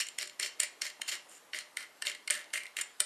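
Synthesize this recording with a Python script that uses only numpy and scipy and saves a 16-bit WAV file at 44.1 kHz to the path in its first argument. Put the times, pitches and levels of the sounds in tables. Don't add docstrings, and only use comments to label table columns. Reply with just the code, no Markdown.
import sys
import numpy as np
from scipy import signal
from scipy.io import wavfile
from scipy.ndimage import uniform_filter1d

SR = 44100
rng = np.random.default_rng(int(sys.argv[2]) if len(sys.argv) > 2 else 0)


def transcribe(signal):
    frames = np.atleast_2d(signal).T
    limited = np.clip(frames, -1, 1)
    pcm = np.round(limited * 32767).astype(np.int16)
    wavfile.write(sys.argv[1], SR, pcm)


def decibels_to_gain(level_db):
    exponent = np.asarray(level_db, float) / 20
    return 10 ** exponent


N = 134505
TIME_S = np.arange(N) / SR


def evened(x):
    return x / np.sqrt(np.mean(x ** 2) + 1e-20)


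def read(points, hz):
    f, value = np.transpose(points)
    return np.interp(np.log(hz + 1), np.log(f + 1), value)


def add(mix, s, sound):
    part = mix[..., max(round(s * SR), 0):][..., :sound.shape[-1]]
    part += sound[..., :part.shape[-1]]


def through(force, response):
    return signal.oaconvolve(force, response)[:N]


def highpass(x, order, hz):
    return signal.sosfilt(signal.butter(order, hz, "high", fs=SR, output="sos"), x)


def ringing(hz, width_hz):
    t = np.arange(4096) / SR
    ring = np.exp(-np.pi * width_hz * t) * np.sin(2 * np.pi * hz * t)
    return ring / np.linalg.norm(ring)


def causal(points):
    half = np.log(decibels_to_gain(read(points, np.fft.rfftfreq(4096, 1 / SR))))
    full = np.r_[half, half[-2:0:-1]]
    taps = np.fft.ifft(np.exp(np.conj(signal.hilbert(full)))).real[:2048]
    return taps / np.linalg.norm(taps)


def share(force, nut_db, bolt_db):
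    return force * decibels_to_gain([[-nut_db / 2], [nut_db / 2], [bolt_db]])


# (time [s], peak [dB], nut against board [dB], contact [s], bolt [dB])
FLICKS = [(0.186, -9, 12.5, 0.0016, 0), (0.3975, -7, 2.5, 0.0018, -8.5), (0.6, -11, 18, 0.002, -3.5),
          (0.818, -9, 6.5, 0.0026, -2), (1.0165, -15, 4.5, 0.003, 0.5), (1.5313, -29, -21, 0.0059, 11.5),
          (1.7698, -13.5, -4, 0.0025, -1), (2.022, -11.5, -2, 0.0025, 0.5),
          (2.2752, -15, -3.5, 0.0045, -1.5), (2.3056, 0.5, 4.5, 0.003, -18), (2.5363, -10.5, 2, 0.0023, -6),
          (2.767, -16, 1.5, 0.0032, 3), (3.0025, -4.5, 11, 0.0028, 3)]
# (time [s], peak [dB], nut against board [dB], contact [s], bolt [dB])
KNOCKS = [(0.0663, -26, 11, 0.0054, -8), (0.085, -25, 15, 0.0037, 3), (0.212, -21.5, -4, 0.00066, 14),
          (0.2286, -12.5, 4, 0.00079, 3.5), (0.2735, -26.5, 9, 0.0042, -2), (0.4269, -23.5, 14, 0.0077, 7),
          (0.46, -15, 8, 0.0019, -17), (0.6019, -5, 10, 0.0016, -1), (0.6312, -13.5, 12, 0.0039, -2.5),
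          (0.8534, -28, -7, 0.00064, 18), (1.0868, -23, 6, 0.0016, 5.5), (1.089, -20, 4, 0.0036, -1),
          (1.1203, -32, 0, 0.0051, -3), (1.5874, -15.5, 4, 0.0015, -3), (2.0493, -31, -13, 0.0036, 7),
          (2.0686, -13, -1, 0.0011, 11.5), (2.097, -21, -1, 0.0026, 2), (2.301, -9, -5, 0.00058, 11),
          (2.5554, -21.5, -22, 0.0028, -13), (2.573, -25.5, -9, 0.0077, 2),
          (2.6342, -25.5, 4, 0.0014, -2.5), (2.787, -15.5, -2.5, 0.0034, -17),
          (2.8099, -20.5, 17.5, 0.0077, -0.5), (3.0041, -10.5, 9.5, 0.0035, -1.5)]
# (time [s], peak [dB], nut against board [dB],
# contact [s], bolt [dB])
TICKS = [(0.0034, -19.5, 4.5, 0.00092, -1), (0.0097, -16, 11, 0.0022, -10), (0.2558, -26, 0, 0.003, -8),
         (0.2958, -30, 5, 0.0018, 7.5), (0.8652, -27, 12, 0.0025, 4), (0.899, -33, 5, 0.0049, 7.5),
         (1.1155, -30, -16, 0.0014, 3), (1.1536, -19, 6, 0.001, 1), (1.546, -29, -26, 0.0014, 11),
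         (1.6077, -29.5, -10.5, 0.0024, 2), (2.1156, -33.5, 5, 0.0018, 15), (2.148, -29, -4, 0.0052, 3.5),
         (2.4427, -31.5, -11, 0.0014, 1), (2.5038, -42, -13, 0.0019, 10), (2.655, -33, -2, 0.0021, -7),
         (1.8073, -31, -13, 0.0027, -7), (0.446, -24, 12, 0.0034, 1), (2.312, -21.5, -8, 0.0023, -17),
         (2.351, -27, 2, 0.002, 7), (2.392, -34, -4, 0.0014, 3), (2.413, -34, -9, 0.0015, 9),
         (1.141, -43, 5, 0.0035, -2), (1.093, -29, 18, 0.0037, 4), (2.6662, -33.5, 9, 0.0019, 11)]
BRUSHES = [-24.5, -29, -18.5, -22, -20, -22, -28, -26, -34, -30.5, -19, -27, -25.5]


def hits():
    hit_db, spike_db, spike_s, brush_s = -8, -11, 0.00016, 0.0087
    force, t = np.zeros((3, N)), np.arange(1024) / SR
    for s, db, nut_db, contact_s, bolt_db in FLICKS + KNOCKS + TICKS:
        shape = np.minimum(t / (0.28 * contact_s), 1) * np.exp(-(t / contact_s) ** 2)
        shape = shape + decibels_to_gain(spike_db) * np.exp(-((t - 0.31 * contact_s) / spike_s) ** 2)
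        add(force, s, share(decibels_to_gain(db + hit_db) * shape, nut_db, bolt_db))
    brush = np.clip(1 - t / brush_s, 0, 1)[::-1] ** 2
    for (s, db, *_), brush_db in zip(FLICKS, BRUSHES):
        add(force, s - len(t) / SR, decibels_to_gain(db + brush_db) * brush[None])
    return force


# (start [s], run [s], level [dB], nut against board [dB], bolt [dB])
SPINS = [(0, 0.0035, -28, 1.5, 4.5), (.19, 0.017, -41.5, -6, 5.5), (0.216, 0.0069, -37.5, 8, -1),
         (0.399, 0.019, -39, -10, 0), (0.422, 0.046, -40, 0.5, 4), (0.607, 0.033, -38.5, -8, 5),
         (0.819, 0.055, -39.5, -5.5, 2), (1.062, 0.017, -51.5, 6, 3), (1.077, 0.015, -35, -1, 2.5),
         (1.114, 0.028, -36, -4, 2.5), (1.287, 0.022, -57, 16, -8), (1.312, 0.061, -56, 11, -7),
         (1.538, 0.035, -40.5, -8.5, 2), (1.589, 0.019, -51, 0, 5), (1.774, 0.054, -46, -11.5, 2.5),
         (2.051, 0.031, -33.5, -2, -2), (2.099, 0.02, -50, -18, -8), (2.31, 0.036, -35.5, -3, 1.5),
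         (2.35, 0.065, -48, -11, -7), (2.537, 0.033, -35.5, 2.5, -0.5), (2.59, 0.085, -59, -8, 1),
         (2.776, 0.021, -38.5, -12, 0.5), (2.812, 0.003, -45, -12, -10), (3.006, 0.0054, -34.5, -2, -15)]


def spins():
    rise_s, t60_s = 0.0013, 0.11
    level = np.zeros((3, N))
    for s, run_s, db, nut_db, bolt_db in SPINS:
        t = np.arange(0, run_s + t60_s, 1 / SR)
        fade_db = -60 * np.maximum(t - run_s, 0) / t60_s
        shape = np.minimum(t / rise_s, 1) * decibels_to_gain(db + fade_db)
        add(level, s, share(shape, nut_db, bolt_db))
    return level


def wander():
    shift_db, shift_s = 1.8, .04
    knots = np.arange(0, N / SR + shift_s, shift_s)
    return decibels_to_gain(shift_db * np.interp(TIME_S, knots, rng.standard_normal(len(knots))))


def grit():
    chatter_per_s, spread_db, smear = 700, 3.2, .6
    sizes = decibels_to_gain(spread_db * np.minimum(rng.exponential(1, N), 4))
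    sizes = sizes * (rng.random(N) < chatter_per_s / SR)
    return evened(evened(uniform_filter1d(sizes, size=70)) + smear)


def contacts(hit, spin, hz=0):
    clean_db, gritty_db, detune = -17, -4, .12
    run = spin * grit()
    phase = 2 * np.pi * np.cumsum(hz * wander() ** detune) / SR
    noise = rng.standard_normal(N)
    if hz == 0:
        return (hit + run) * noise
    return decibels_to_gain(clean_db) * hit * np.cos(phase) + (decibels_to_gain(gritty_db) * hit + run) * noise


# (time [s], board [dB], nut [dB], bolt [dB])
SEAT = [(0.01, 5.5, 0, -2), (0.2, 3.5, 2, 1), (0.41, 4, -1.5, 2.5), (0.62, 7.5, 4, 1.5),
        (0.83, 2, 0.5, 4.5), (1.02, 2, -0.5, -2.5), (1.12, 0.5, -3.5, 3), (1.33, -4, -0.5, -7),
        (1.56, 1, 3, 4), (1.79, -3, 7, 0.5), (2.03, -4.5, 7.5, 1.5), (2.08, 1, 0.5, 3.5), (2.28, 0, 5, 2),
        (2.33, -5.5, 5.5, 0), (2.55, 2.5, 2.5, -2), (2.65, 13.5, 8, 2), (2.8, -3, 3, -1.5),
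        (3.01, 0, 5.5, 4)]
MIDDLE_HZ = [1960, 8000, 3600]
SPAN_HZ = [300, 900, 800]


def lean(part, hz):
    s, *db = np.transpose(SEAT)
    side = np.clip((hz - MIDDLE_HZ[part]) / SPAN_HZ[part], -1, 1) * (hz < 10000)
    return decibels_to_gain(side * np.interp(TIME_S, s, db[part]))


BOARD_HZ = [1460, 1780, 1960, 2135, 2370, 2805, 3135, 3750, 4270, 4600, 5450]
# (width [Hz], level [dB])
BOARD = [(60, -12.5), (60, -4), (80, -2.5), (90, 0.5), (120, -5), (167, -1), (178, -1.5), (307, -7),
         (280, -4.5), (303, -9), (340, -4.5)]
NUT_HZ = [7150, 7580, 7960, 8240, 8880, 9290, 11750]
# (width [Hz], level [dB])
NUT = [(245, -1), (256, -11), (149, -11.5), (304, -10), (270, -3), (304, -11), (900, -12.5)]


def jig_ring(hit, spin):
    board_db, nut_db, bolt_from_hz = -12.5, -11.5, 2600
    grip_hz = 140
    free_end_hz, free_end_db_per_s = 5450, -5
    modes = [(2 if hz > bolt_from_hz else 0, hz, width_hz, db + board_db)
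             for hz, (width_hz, db) in zip(BOARD_HZ, BOARD)]
    modes += [(1, hz, width_hz, db + nut_db) for hz, (width_hz, db) in zip(NUT_HZ, NUT)]
    ring = np.zeros(N)
    for part, hz, width_hz, db in modes:
        hit_gain = .5 if hz > 10000 else 1
        force = lean(part, hz) * wander() * contacts(hit[part] * hit_gain, spin[part], hz)
        if abs(hz / free_end_hz - 1) < .1:
            db = db + free_end_db_per_s * (TIME_S - 1)
        ring += decibels_to_gain(db) * through(force, ringing(hz, max(width_hz, grip_hz)))
    return highpass(ring, 4, 1150)


# (frequency [Hz], width [Hz], level [dB])
HOLLOW = [(601.4, 21.7, -28), (384, 46, -33.5)]
# (time [s], level [dB])
PRESS = [(0.05, -0.5), (0.24, 6.5), (0.44, 3), (0.64, -0.5), (0.85, 0.5), (1.13, 1), (1.3, 5), (1.569, 2),
         (1.8, -6), (2.1, 0.5), (2.32, 1.5), (2.57, 0), (2.8, -4.5), (3.02, 2)]


def hollow(hit, spin):
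    boom = np.zeros(N)
    for hz, width_hz, db in HOLLOW:
        force = wander() * contacts(.5 * hit[0], spin[0])
        boom += decibels_to_gain(db) * through(force, ringing(hz, width_hz))
    return boom * decibels_to_gain(np.interp(TIME_S, *np.transpose(PRESS)))


# (frequency [Hz], level [dB])
CRACK = [(200, -25), (1000, -16), (1500, -8.5), (2200, -14), (5100, -3), (9000, -8), (12500, -10),
         (16000, -29)]


def crack(hit, spin):
    return decibels_to_gain(-11) * through(contacts(hit.min(0), spin.mean(0)), causal(CRACK))


def thump(hit):
    hz, width_hz, db = 80, 100, -69
    return decibels_to_gain(db) * through(hit.min(0), ringing(hz, width_hz))


# (middle [s], length [s], level [dB], frequency [Hz])
RUSTLES = [
    (0.999, 0.0071, -47, 870),
    (2, 0.024, -67, 730),
    (1.8, 0.2, -86, 390),
]


def rustles():
    out = np.zeros(N)
    for s, length_s, db, hz in RUSTLES:
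        rub = signal.oaconvolve(rng.standard_normal(8192), ringing(hz, 0.19 * hz))
        rub = rub[:round(length_s * SR)]
        add(out, s - length_s / 2, decibels_to_gain(db) * rub * np.hanning(len(rub)))
    return out


# (frequency [Hz], t60 [s])
ROOM = [(400, 0.58), (1100, 0.38), (2800, 0.34), (7400, 0.27), (12000, 0.067)]


def tail():
    delay_s, spacing = .003, 20
    taps = np.zeros(SR // 2)
    at = np.arange(0, len(taps) - spacing, spacing)
    at = at + rng.integers(0, spacing, len(at))
    taps[at] = rng.choice([-1., 1.], len(at))
    hz, t, z = signal.stft(taps, SR, nperseg=256)
    decay = decibels_to_gain(-60 * t / read(ROOM, hz)[:, None])
    out = signal.istft(z * decay, SR, nperseg=256)[1]
    out = np.r_[np.zeros(round(delay_s * SR)), out]
    return out / np.linalg.norm(out)


def workshop(x):
    room_db, sway_s = -10, .23
    turn = np.pi * TIME_S / (3 * sway_s)
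    wet = np.zeros(N)
    for k in range(3):
        facing = np.sqrt(2 / 3) * np.cos(turn + k * np.pi / 3)
        wet += signal.fftconvolve(x * facing, tail())[:N]
    return decibels_to_gain(room_db) * wet


EDGE_HZ = 12650
# (frequency [Hz], level [dB])
FLOOR = [(30, -26), (130, -12), (300, 1), (600, 2.5), (1100, 4), (1600, -0.5), (5000, -6.5), (12500, -10)]


def floor():
    floor_db, patch_db = -61, 1.5
    frames, hz = N // 256 + 5, np.fft.rfftfreq(1024, 1 / SR)
    a, b, patches = rng.standard_normal((frames, 513, 3)).T
    patches = uniform_filter1d(patches, size=10, axis=0)
    patches = evened(uniform_filter1d(patches, size=14, axis=1))
    gain = decibels_to_gain(read(FLOOR, hz)[:, None] + patch_db * patches)
    z = (a + 1j * b) * (hz < EDGE_HZ + 200)[:, None] * gain
    return decibels_to_gain(floor_db) * evened(signal.istft(z, nperseg=1024, noverlap=768)[1][:N])


def scene():
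    hit, spin = hits(), spins()
    jig = jig_ring(hit, spin) + hollow(hit, spin) + crack(hit, spin)
    near = highpass(jig + rustles(), 3, 175) + thump(hit)
    return (near + workshop(near) + floor())[None]


def top_cut(x):
    return signal.sosfilt(signal.butter(12, 16400, fs=SR, output="sos"), x)


def record(dry):
    above_edge_db, open_share = -19, .85
    lowpass = signal.firwin(511, EDGE_HZ, window=("kaiser", 7), fs=SR)
    low = signal.oaconvolve(dry, lowpass[None], "same")
    is_open = rng.random(N // 1024 + 1) < open_share
    patches = uniform_filter1d(np.repeat(is_open, 1024)[:N] * 1., size=300)
    mix = low + decibels_to_gain(above_edge_db) * patches * (dry - low)
    return top_cut(mix)


dry = scene()
out = record(dry)
transcribe(out)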